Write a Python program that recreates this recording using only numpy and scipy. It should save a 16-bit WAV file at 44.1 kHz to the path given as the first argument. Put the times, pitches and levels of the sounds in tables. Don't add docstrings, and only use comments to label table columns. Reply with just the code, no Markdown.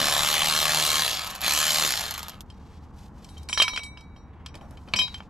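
import sys
import numpy as np
from scipy import signal
from scipy.fft import rfft, irfft
from scipy.io import wavfile
from scipy.ndimage import uniform_filter1d, map_coordinates

SR = 44100
rng = np.random.default_rng(int(sys.argv[2]) if len(sys.argv) > 2 else 0)


def waveform_to_disk(signal):
    frames = np.transpose(np.atleast_2d(signal))
    scaled = np.clip(frames, -1, 1) * 32767
    samples = np.round(scaled).astype(np.int16)
    wavfile.write(sys.argv[1], SR, samples)


N = 233553
TIME = np.arange(N) / SR

# (frequency [Hz], hanging level [dB], hanging t60 [s], lying level [dB], lying t60 [s])
PLATE_MODES = [(1008, -13, .6, -15.5, 0.4), (1757, -25.5, 0.22, -27, .1), (2277, -9, 0.79, -15, 0.27),
               (2478, -23.5, 0.12, -2.5, 0.17), (3140, 7.5, 0.062, 5.5, 0.11),
               (3860, -1.5, 0.53, -7.5, 0.27), (4350, -10.5, 0.24, -18, 0.28),
               (5050, -7.5, 0.087, -2, 0.15), (5710, -5, 0.34, -9, .13), (6960, -7.5, 0.086, -27, 0.32),
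               (7520, -12.5, .14, -4, 0.055), (8300, -16, 0.26, -24.5, 0.091),
               (8020, -8.5, 0.16, -14, 0.085), (8500, -19, .25, -21, .11), (9970, -10, 0.15, -20, 0.083),
               (10900, -25, 0.079, -35, .1), (11300, -20, 0.079, -15, 0.093), (12170, -33.5, .25, -25, .17),
               (12860, -19.5, .22, -29, 0.093), (14050, -35.5, .2, -32, .11)]


def amp(db):
    return 10 ** (np.asarray(db) / 20)


def evened(x):
    return x / np.sqrt(np.mean(x ** 2) + 1e-20)


def read(points, hz):
    f, value = np.transpose(points)
    return np.interp(np.log(hz + 1), np.log(f + 1), value)


def add(mix, start_s, sound):
    part = mix[:, max(round(start_s * SR), 0):][:, :sound.shape[-1]]
    part += sound[..., :part.shape[-1]]


def colour(x, db_at, size=4096):
    log_gain = np.log(amp(db_at(abs(np.fft.fftfreq(size, 1 / SR)))) + 1e-6)
    minimum_phase = np.exp(np.conj(signal.hilbert(log_gain)))
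    taps = np.fft.ifft(minimum_phase).real[:size // 2]
    return signal.fftconvolve(x, taps / np.linalg.norm(taps))[:len(x)]


def wander(knots_per_s):
    knots = rng.standard_normal(1024)
    curve = map_coordinates(knots, [TIME * knots_per_s], order=1, mode="wrap")
    return curve * np.sqrt(3 / 2)


def burst(crack_s, body_s, body_db, size=4096):
    t = np.arange(size) / SR
    envelope = np.exp(-t / crack_s) + amp(body_db) * np.exp(-t / body_s)
    return rng.standard_normal(size) * envelope


def outdoors(level_db=-45, side_db=-15, drone_db=-50, drone_hz=74.0, swell_db=1.1):
    # (frequency [Hz], relative level [dB])
    rumble_colour = [(12, -43.5), (20, -13.5), (75, -3), (103, -9.5), (188, -11), (361, -22), (384, -30),
                     (436, -22), (597, -30), (835, -23), (927, -25), (1100, -26.5), (3000, -52),
                     (3900, -86.5), (6600, -120)]
    rise_at_s, rise_s, lull_db, risen_db = 2.08, 0.32, -4.4, 0
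    mid, side = (colour(rng.standard_normal(N), lambda hz: read(rumble_colour, hz), size=16384)
                 for _ in range(2))
    stereo = mid + amp(side_db) * np.array([side, -side])
    wash = amp(level_db + swell_db * wander(2.8)) * stereo
    drone_phase = 2 * np.pi * np.cumsum(drone_hz + 3 * wander(12)) / SR
    drone = amp(drone_db) * np.sin(drone_phase) * (1 + 0.5 * wander(7.9))
    risen = np.clip((TIME - rise_at_s) / rise_s, 0, 1)
    return (wash + drone) * amp(lull_db + (risen_db - lull_db) * risen)


def echoes(x, near_db=-11, near_s=0.005, far_db=-29, far_s=0.025, size=12000):
    t = np.arange(size) / SR
    decay_s = np.array([near_s, near_s, far_s])[:, None, None]
    taps = rng.standard_normal((3, 2, size)) * (t > 0.001) * np.exp(-t / decay_s)
    taps /= np.linalg.norm(taps, axis=2, keepdims=True)
    flank, track, yard = signal.fftconvolve(x[None, None], taps, axes=2)[..., :N]
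    angle = 4 * TIME + 0.6 * wander(12)
    near = np.cos(angle) * flank + np.sin(angle) * track
    return amp(near_db) * near + amp(far_db) * yard


def slide(rustle_db=-81, flicker_db=2.5):
    # (frequency [Hz], relative level [dB])
    friction_colour = [(500, -11.5), (1500, -5), (3200, -0.5), (6000, -4), (8000, -8.5), (10000, -16),
                       (13000, -11), (15000, -37)]
    # (start [s],
    # length [s], level [dB], tilt above 2 kHz [dB per octave])
    swells = [(2.438, 0.53, -64.5, -2.5), (2.93, 0.18, -60.5, 1.5), (3.091, 0.43, -63.5, 0.5),
              (3.486, 0.27, -51, -0.5), (4.17, 0.55, -65.5, -17), (4.6, 0.46, -69.5, 2),
              (4.846, 0.44, -56.5, -3)]
    rustle = colour(rng.standard_normal(N), lambda hz: read(friction_colour, hz))
    out = amp(rustle_db) * rustle[None]
    for start_s, length_s, db, tilt in swells:
        t = np.arange(0, length_s, 1 / SR)
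        hiss = colour(rng.standard_normal(SR), lambda hz: (
            read(friction_colour, hz) + tilt * np.log2(np.maximum(hz / 2000, 1))))
        add(out, start_s, amp(db) * np.sin(np.pi * t / length_s) * hiss[:len(t)])
    return out[0] * amp(flicker_db * wander(110))


def bumps(decay_s=0.043):
    # (time [s], relative level [dB])
    thuds = [(4.546, -35.5), (4.612, -35.5), (4.708, -39), (4.876, -37.5), (4.936, -30), (4.99, -35)]
    # (frequency [Hz], relative level [dB])
    rubber_colour = [(60, -0.5), (200, 3.5), (400, -6), (750, -4), (1100, -10.5), (2000, -23), (6000, -41)]
    out, t = np.zeros((1, N)), np.arange(6000) / SR
    for start_s, db in thuds:
        push = rng.standard_normal(len(t)) * np.exp(-t / decay_s)
        add(out, start_s, amp(db) * colour(push, lambda hz: read(rubber_colour, hz)) / 2)
    return out[0]


def with_rebounds(blows):
    delay_s, delay_spread, clack_drop_db, ring_drop_db = 0.021, 0.28, -15.5, -23.5
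    delays_s = delay_s * np.exp(delay_spread * rng.standard_normal(len(blows)))
    rebounds = [(s + delay, clack_db + clack_drop_db, tilt, ring_db + ring_drop_db, hz)
                for (s, clack_db, tilt, ring_db, hz), delay in zip(blows, delays_s)]
    return sorted(blow for blow in blows + rebounds if blow[0] < TIME[-1])


def clacks(blows, chatter_s=0.0042, tail_s=0.017, tail_db=-15, mode_lift_db=10, mode_width_hz=120):
    # (frequency [Hz], relative level [dB])
    steel_colour = [(100, -5.5), (350, -12.5), (650, 0.5), (1000, 1.5), (1300, 7.5), (1750, 0), (2100, 0),
                    (2550, 3), (3150, 6), (3700, -3), (5000, -3), (6200, -14.5), (8000, -20.5),
                    (13000, -38.5)]
    out, t = np.zeros((1, N)), np.arange(4096) / SR
    shape = np.exp(-(t / chatter_s) ** 2) + amp(tail_db) * np.exp(-t / tail_s)
    hz = np.fft.rfftfreq(4096, 1 / SR)
    peaks = sum(1 / (1 + (2 * (hz - mode[0]) / mode_width_hz) ** 2) for mode in PLATE_MODES)
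    steel_db = read(steel_colour, hz) + mode_lift_db * peaks
    for start_s, clack_db, tilt, _, _ in blows:
        blow_db = steel_db + tilt * np.log2(np.maximum(hz, 300))
        clack = colour(rng.standard_normal(len(t)) * shape, lambda f: np.interp(f, hz, blow_db))
        clack *= np.linalg.norm(shape) / np.linalg.norm(clack) / 2
        add(out, start_s, amp(clack_db) * clack)
    return out[0]


def lobes(swing, hz, turning_db=3.0, turning_per_s=22, port_spread_rad=0.5):
    out = np.zeros((2, N))
    for size, f in zip(swing, hz):
        depth = min(f / 6000, 1)
        phase = 2 * np.pi * f * TIME + 0.1 * wander(40)
        apart = port_spread_rad * np.sqrt(depth) * wander(turning_per_s)
        beam = amp(turning_db * depth * wander(turning_per_s))
        out += size * beam * np.sin(phase + np.array([apart, -apart]))
    return out


def plate(blows, drop_s=4.92, focus_db=13, focus_octaves=0.35, grip=1.34, rise_s=0.0035):
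    hz, hang_db, hang_t60, lie_db, lie_t60 = np.transpose(PLATE_MODES)
    swing, held = np.zeros((len(hz), N)), np.zeros((len(hz), 1))
    starts = [round(blow[0] * SR) for blow in blows] + [N]
    for (s, clack_db, _, ring_db, favoured_hz), start, end in zip(blows, starts, starts[1:]):
        mode_db, t60 = (hang_db, hang_t60) if s < drop_s else (lie_db, lie_t60)
        octaves_off = np.log2(hz / favoured_hz)
        share_db = focus_db * (np.exp(-(octaves_off / focus_octaves) ** 2) - 1)
        kept = np.exp(-grip * amp(clack_db) * hz[:, None] / 4000)
        struck = np.hypot(held * kept, amp(ring_db + mode_db + share_db)[:, None])
        t = np.arange(max(end - start, 1)) / SR
        contact_s = np.clip(rise_s * amp(ring_db - clack_db), 0.0003, 0.02)
        level = struck + (held - struck) * np.exp(-t / contact_s)
        part = level * np.exp(-np.log(1000) * t / t60[:, None])
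        swing[:, start:start + len(t)] = part
        held = part[:, -1:]
    return lobes(swing, hz)


def pawl():
    # (time [s], relative level [dB])
    ticks = [(1.246, -26), (1.2683, -25.5), (1.274, -24.5), (1.3041, -24.5), (1.312, -30), (1.352, -24.5),
             (1.360, -28), (1.408, -24), (1.416, -20), (2.009, -18.5), (2.109, -20.5), (2.1404, -23),
             (2.179, -21.5), (2.193, -26.5), (2.23, -25), (2.2834, -25.5), (2.295, -26.5), (2.407, -29)]
    # (frequency [Hz], relative level [dB])
    tick_colour = [(300, -34), (900, 2), (2000, -8.5), (4000, -4), (7000, -5.5), (9000, -16), (12500, -1),
                   (15000, -6.5)]
    out = np.zeros((1, N))
    for start_s, db in ticks:
        tick = colour(burst(0.00038, 0.0057, -7.0), lambda hz: read(tick_colour, hz))
        add(out, start_s, amp(db) * tick)
    return out[0]


def motor():
    # (press [s], release [s], full crank speed [turns/s])
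    pulls = [(-0.5, 1.0135, 76.46), (1.42, 1.849, 76.82)]
    spin_up_s, coast_s, friction_turns_per_s2 = 0.0351, 0.517, 73.37
    thread_drag_turns_per_s, free_s, ease_s = 3.23, 0.344, 0.1
    speed, load = np.zeros(N), np.zeros(N)
    drag = friction_turns_per_s2 * coast_s
    for press, release, full in pulls:
        on, off = TIME >= press, TIME >= release
        speed[on] = full + (speed[on][0] - full) * np.exp(-(TIME[on] - press) / spin_up_s)
        load[on & ~off] = 1 - speed[on & ~off] / full
        coasting = (speed[off][0] + drag) * np.exp(-(TIME[off] - release) / coast_s) - drag
        speed[off] = np.maximum(coasting, 0)
    threads = thread_drag_turns_per_s * np.clip((free_s - TIME) / ease_s, 0, 1)
    return speed - threads, (speed - threads) / full, load + threads / full


def housing_db(hz):
    # (frequency [Hz], relative level [dB])
    broad = [(140, -8.5), (420, -15), (530, -9.5), (720, -4.5), (950, -4.5), (1200, -3.5), (1500, -5),
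             (2100, -2.5), (3000, -1), (4300, 0.5), (4900, -4.5), (7400, -6), (8400, -10.5), (13300, -12.5)]
    # (frequency [Hz], width [Hz], lift [dB])
    resonances = [(770, 190, 3.5), (1086, 130, 5), (1262, 100, 6), (1716, 170, 6.5), (2680, 180, 1),
                  (4180, 170, 2), (5265, 160, 3.5), (7180, 800, 4.5), (10380, 270, 4.5), (12360, 2100, 6)]
    lift = sum(db / (1 + (2 * (hz - f) / width) ** 2) for f, width, db in resonances)
    return read(broad, hz) + lift


def knocks(turns, at, alike, spread_db, jitter_s, body_s, body_db):
    own = np.sqrt(1 - np.clip(alike, 0, 1))
    usual, out = burst(0.00054, body_s, body_db), np.zeros((1, N))
    for s in TIME[1:][np.diff(np.floor(turns - at)) > 0]:
        size, late = rng.standard_normal(2)
        knock = np.sqrt(1 - own ** 2) * usual + own * burst(0.0022, body_s, body_db)
        add(out, s + jitter_s * late, amp(spread_db * size) * knock)
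    return out[0]


def gear_rattle(turns, speed, grind_db=-5, pawl_db=-9, mesh_db=-9, grain_db=2.5, grains_per_s=5000,
                slow_db=-11, slow_pawl_db=-1):
    drive = evened(knocks(turns, 0, alike=0.38, spread_db=1.3, jitter_s=0.00012, body_s=0.004, body_db=-2))
    back = sum(knocks(turns, at, alike=0.4, spread_db=2.2, jitter_s=0.0003, body_s=0.002, body_db=-3)
               for at in (0.58, 0.74))
    back = evened(colour(back, lambda hz: read([(1000, -4), (6000, 6.5), (11000, -0.5)], hz)))
    grain = rng.standard_normal(N) * amp(grain_db * np.minimum(rng.exponential(1, N), 4))
    grind = evened(grain * (rng.random(N) < grains_per_s / SR))
    flaws = rng.standard_normal(48)
    tooth = np.floor(turns * len(flaws)).astype(int)
    passing = np.diff(tooth, prepend=tooth[0])
    mesh = evened(passing * flaws[tooth % len(flaws)] * (1 + 0.5 * rng.standard_normal(N)))
    slow = np.clip((62 - speed) / 32, 0, 1)
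    moving = amp(slow_db * slow) * drive + amp(pawl_db + slow_pawl_db * slow) * back
    return moving + amp(mesh_db) * mesh + amp(grind_db) * grind


def rocking_colour(rattle, pace, clatter_db=3.5, clatter_width_hz=380, patch_db=1.87):
    tilt_db, brighten_db_per_s, dull_db = -1, 0.8, 7
    clatter_hz, stray_hz, rocks_per_s = 3150, 330, 10
    hz, t, z = signal.stft(colour(rattle, housing_db), SR, nperseg=512)
    patches = uniform_filter1d(rng.standard_normal(z.shape), 5, 0)
    patches = evened(uniform_filter1d(patches, 18, 1))
    brightness = tilt_db + brighten_db_per_s * TIME - dull_db * (1 - pace) ** 2
    tilt = np.interp(t, TIME, brightness) * np.log2(np.clip(hz, 500, 7500) / 3000)[:, None]
    favoured_hz = np.interp(t, TIME, clatter_hz + stray_hz * wander(rocks_per_s))
    clatter = clatter_db * np.exp(-((hz[:, None] - favoured_hz) / clatter_width_hz) ** 2)
    z = z * amp(tilt + clatter + patch_db * patches)
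    rattle = signal.istft(z, SR, nperseg=512)[1][:N]
    power = uniform_filter1d(uniform_filter1d(rattle ** 2, size=2400), size=1200)
    return rattle / np.sqrt(abs(power) + 1e-12)


def gear_hum(turns, waver_db=3):
    # (multiple of crank speed, level relative to the rattle [dB])
    tones = [(1, -38.5), (2, -27.5), (3, -36), (4, -36.5), (5, -37.5), (7, -32), (8, -30.5), (14, -21.5),
             (48, -30)]
    shaft = turns + 0.013 * wander(50)
    return sum(amp(db + waver_db * wander(9)) * np.sqrt(2)
               * np.sin(2 * np.pi * (round(k) * shaft + rng.random())) for k, db in tones)


def ratchet():
    drive_db, speed_law_db, strain_db = -22.5, 34, 14
    whir_db, whir_fade_turns_per_s = -47.5, 8.7
    speed, pace, load = motor()
    turns = np.cumsum(speed) / SR - 0.108
    rattle = rocking_colour(gear_rattle(turns, speed), pace)
    geared = amp(drive_db + speed_law_db * np.log10(pace + 1e-9) + strain_db * load)
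    whir = amp(whir_db) * np.minimum(speed / whir_fade_turns_per_s, 1)
    return (rattle + gear_hum(turns) * pace ** 3) * np.hypot(geared, whir)


def scene():
    # (time [s], clack level [dB], clack tilt [dB per octave],
    # ring level [dB], favoured pitch [Hz])
    contacts = [ (2.501, -39.5, 6.5, -61, 6140), (3.245, -38, 14.5, -74, 7860), (3.289, -44, 13, -45, 9900),
                (3.368, -48, -7, -45.5, 3030), (3.379, -41, 13.5, -68, 10100), (3.431, -43, 17, -73, 10000),
                (3.4879, -25.5, 8.5, -34, 5840), (3.495, -25, -3.5, -28.5, 7000),
                (3.5285, -14.5, 5, -22, 6260), (3.5749, -14, -1, -16.5, 4620),
                (3.5997, -8.5, -1.5, -15, 2920), (3.6187, -8.5, 0, -4.5, 2300), (3.6227, -7, 8, -36, 7300),
                (3.63, -24, -3, -48, 2500), (3.6799, -15, 0, -26, 5140), (3.7334, -29.5, -5, -31, 3560),
                (3.7618, -20, 4, -55, 5000), (3.7748, -15.5, -0.5, -29, 2400), (3.792, -33, 5, -53, 3500),
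                (3.834, -30.5, 11, -34.5, 7950), (3.973, -36.5, -1.5, -50, 4970),
                (4.008, -47, 12, -56, 4470), (4.162, -45.5, -3.5, -53.5, 4820),
                (4.4614, -28.5, 5.5, -54.5, 5840), (4.5425, -40, 4, -54, 5400),
                (4.553, -37, 10, -52, 10000), (4.611, -42, -8, -60, 5700), (4.7085, -42, -11.5, -75, 6070),
                (4.772, -41.5, 3, -68, 5900), (4.877, -44, -5, -67, 5000), (4.886, -39.5, 2, -60, 5000),
                (4.9368, -9.5, -0.5, -55, 2400), (4.961, -18.5, 6, -12.5, 6100),
                (4.9882, -16, 3.5, -10, 3180), (5.014, -25.5, -3, -15.5, 4000),
                (5.079, -30.5, 1.5, -55, 5000), (5.1428, -29, 2.5, -40, 3000),
                (5.2035, -31, -6.5, -71, 4900)]
    # (frequency [Hz], phase [rad])
    left_lead = [(50, 0), (250, -.35), (600, -.55), (1900, -.7), (3900, -.75), (5000, -.5), (7500, -.45),
                 (8500, -.2), (11500, 0), (13000, 2.3)]
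    # (frequency [Hz], difference [dB])
    left_over_right = [(60, 0), (110, 5), (200, 1.5), (380, 1), (700, -1), (1290, 1), (2380, 0.5),
                       (4400, 1), (8120, -0.5), (15000, -3)]
    blows = with_rebounds(contacts)
    work = slide() + bumps() + clacks(blows) + plate(blows) + pawl() + ratchet()
    hz = np.fft.rfftfreq(2 * N, 1 / SR)
    port = amp(read(left_over_right, hz) / 2) * np.exp(1j * read(left_lead, hz) / 2)
    direct = irfft(rfft(work, 2 * N) * np.array([port, 1 / port]))[:, :N]
    return outdoors() + echoes(work.mean(0)) + direct


def record(dry, ceiling=0.55, edge_hz=15500):
    top = [(13200, 0), (13700, -4), (14300, -14), (15500, -22)]  # (frequency [Hz], gain [dB])
    rounded = ceiling * np.tanh(dry / ceiling)
    gain = amp(read(top, np.fft.rfftfreq(2 * N, 1 / SR)))
    soft = irfft(rfft(rounded, 2 * N) * gain)[:, :N]
    low_pass = signal.firwin(511, edge_hz, window=("kaiser", 9), fs=SR)
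    return signal.oaconvolve(soft, low_pass[None], "same")


dry = scene()
out = record(dry)
waveform_to_disk(out)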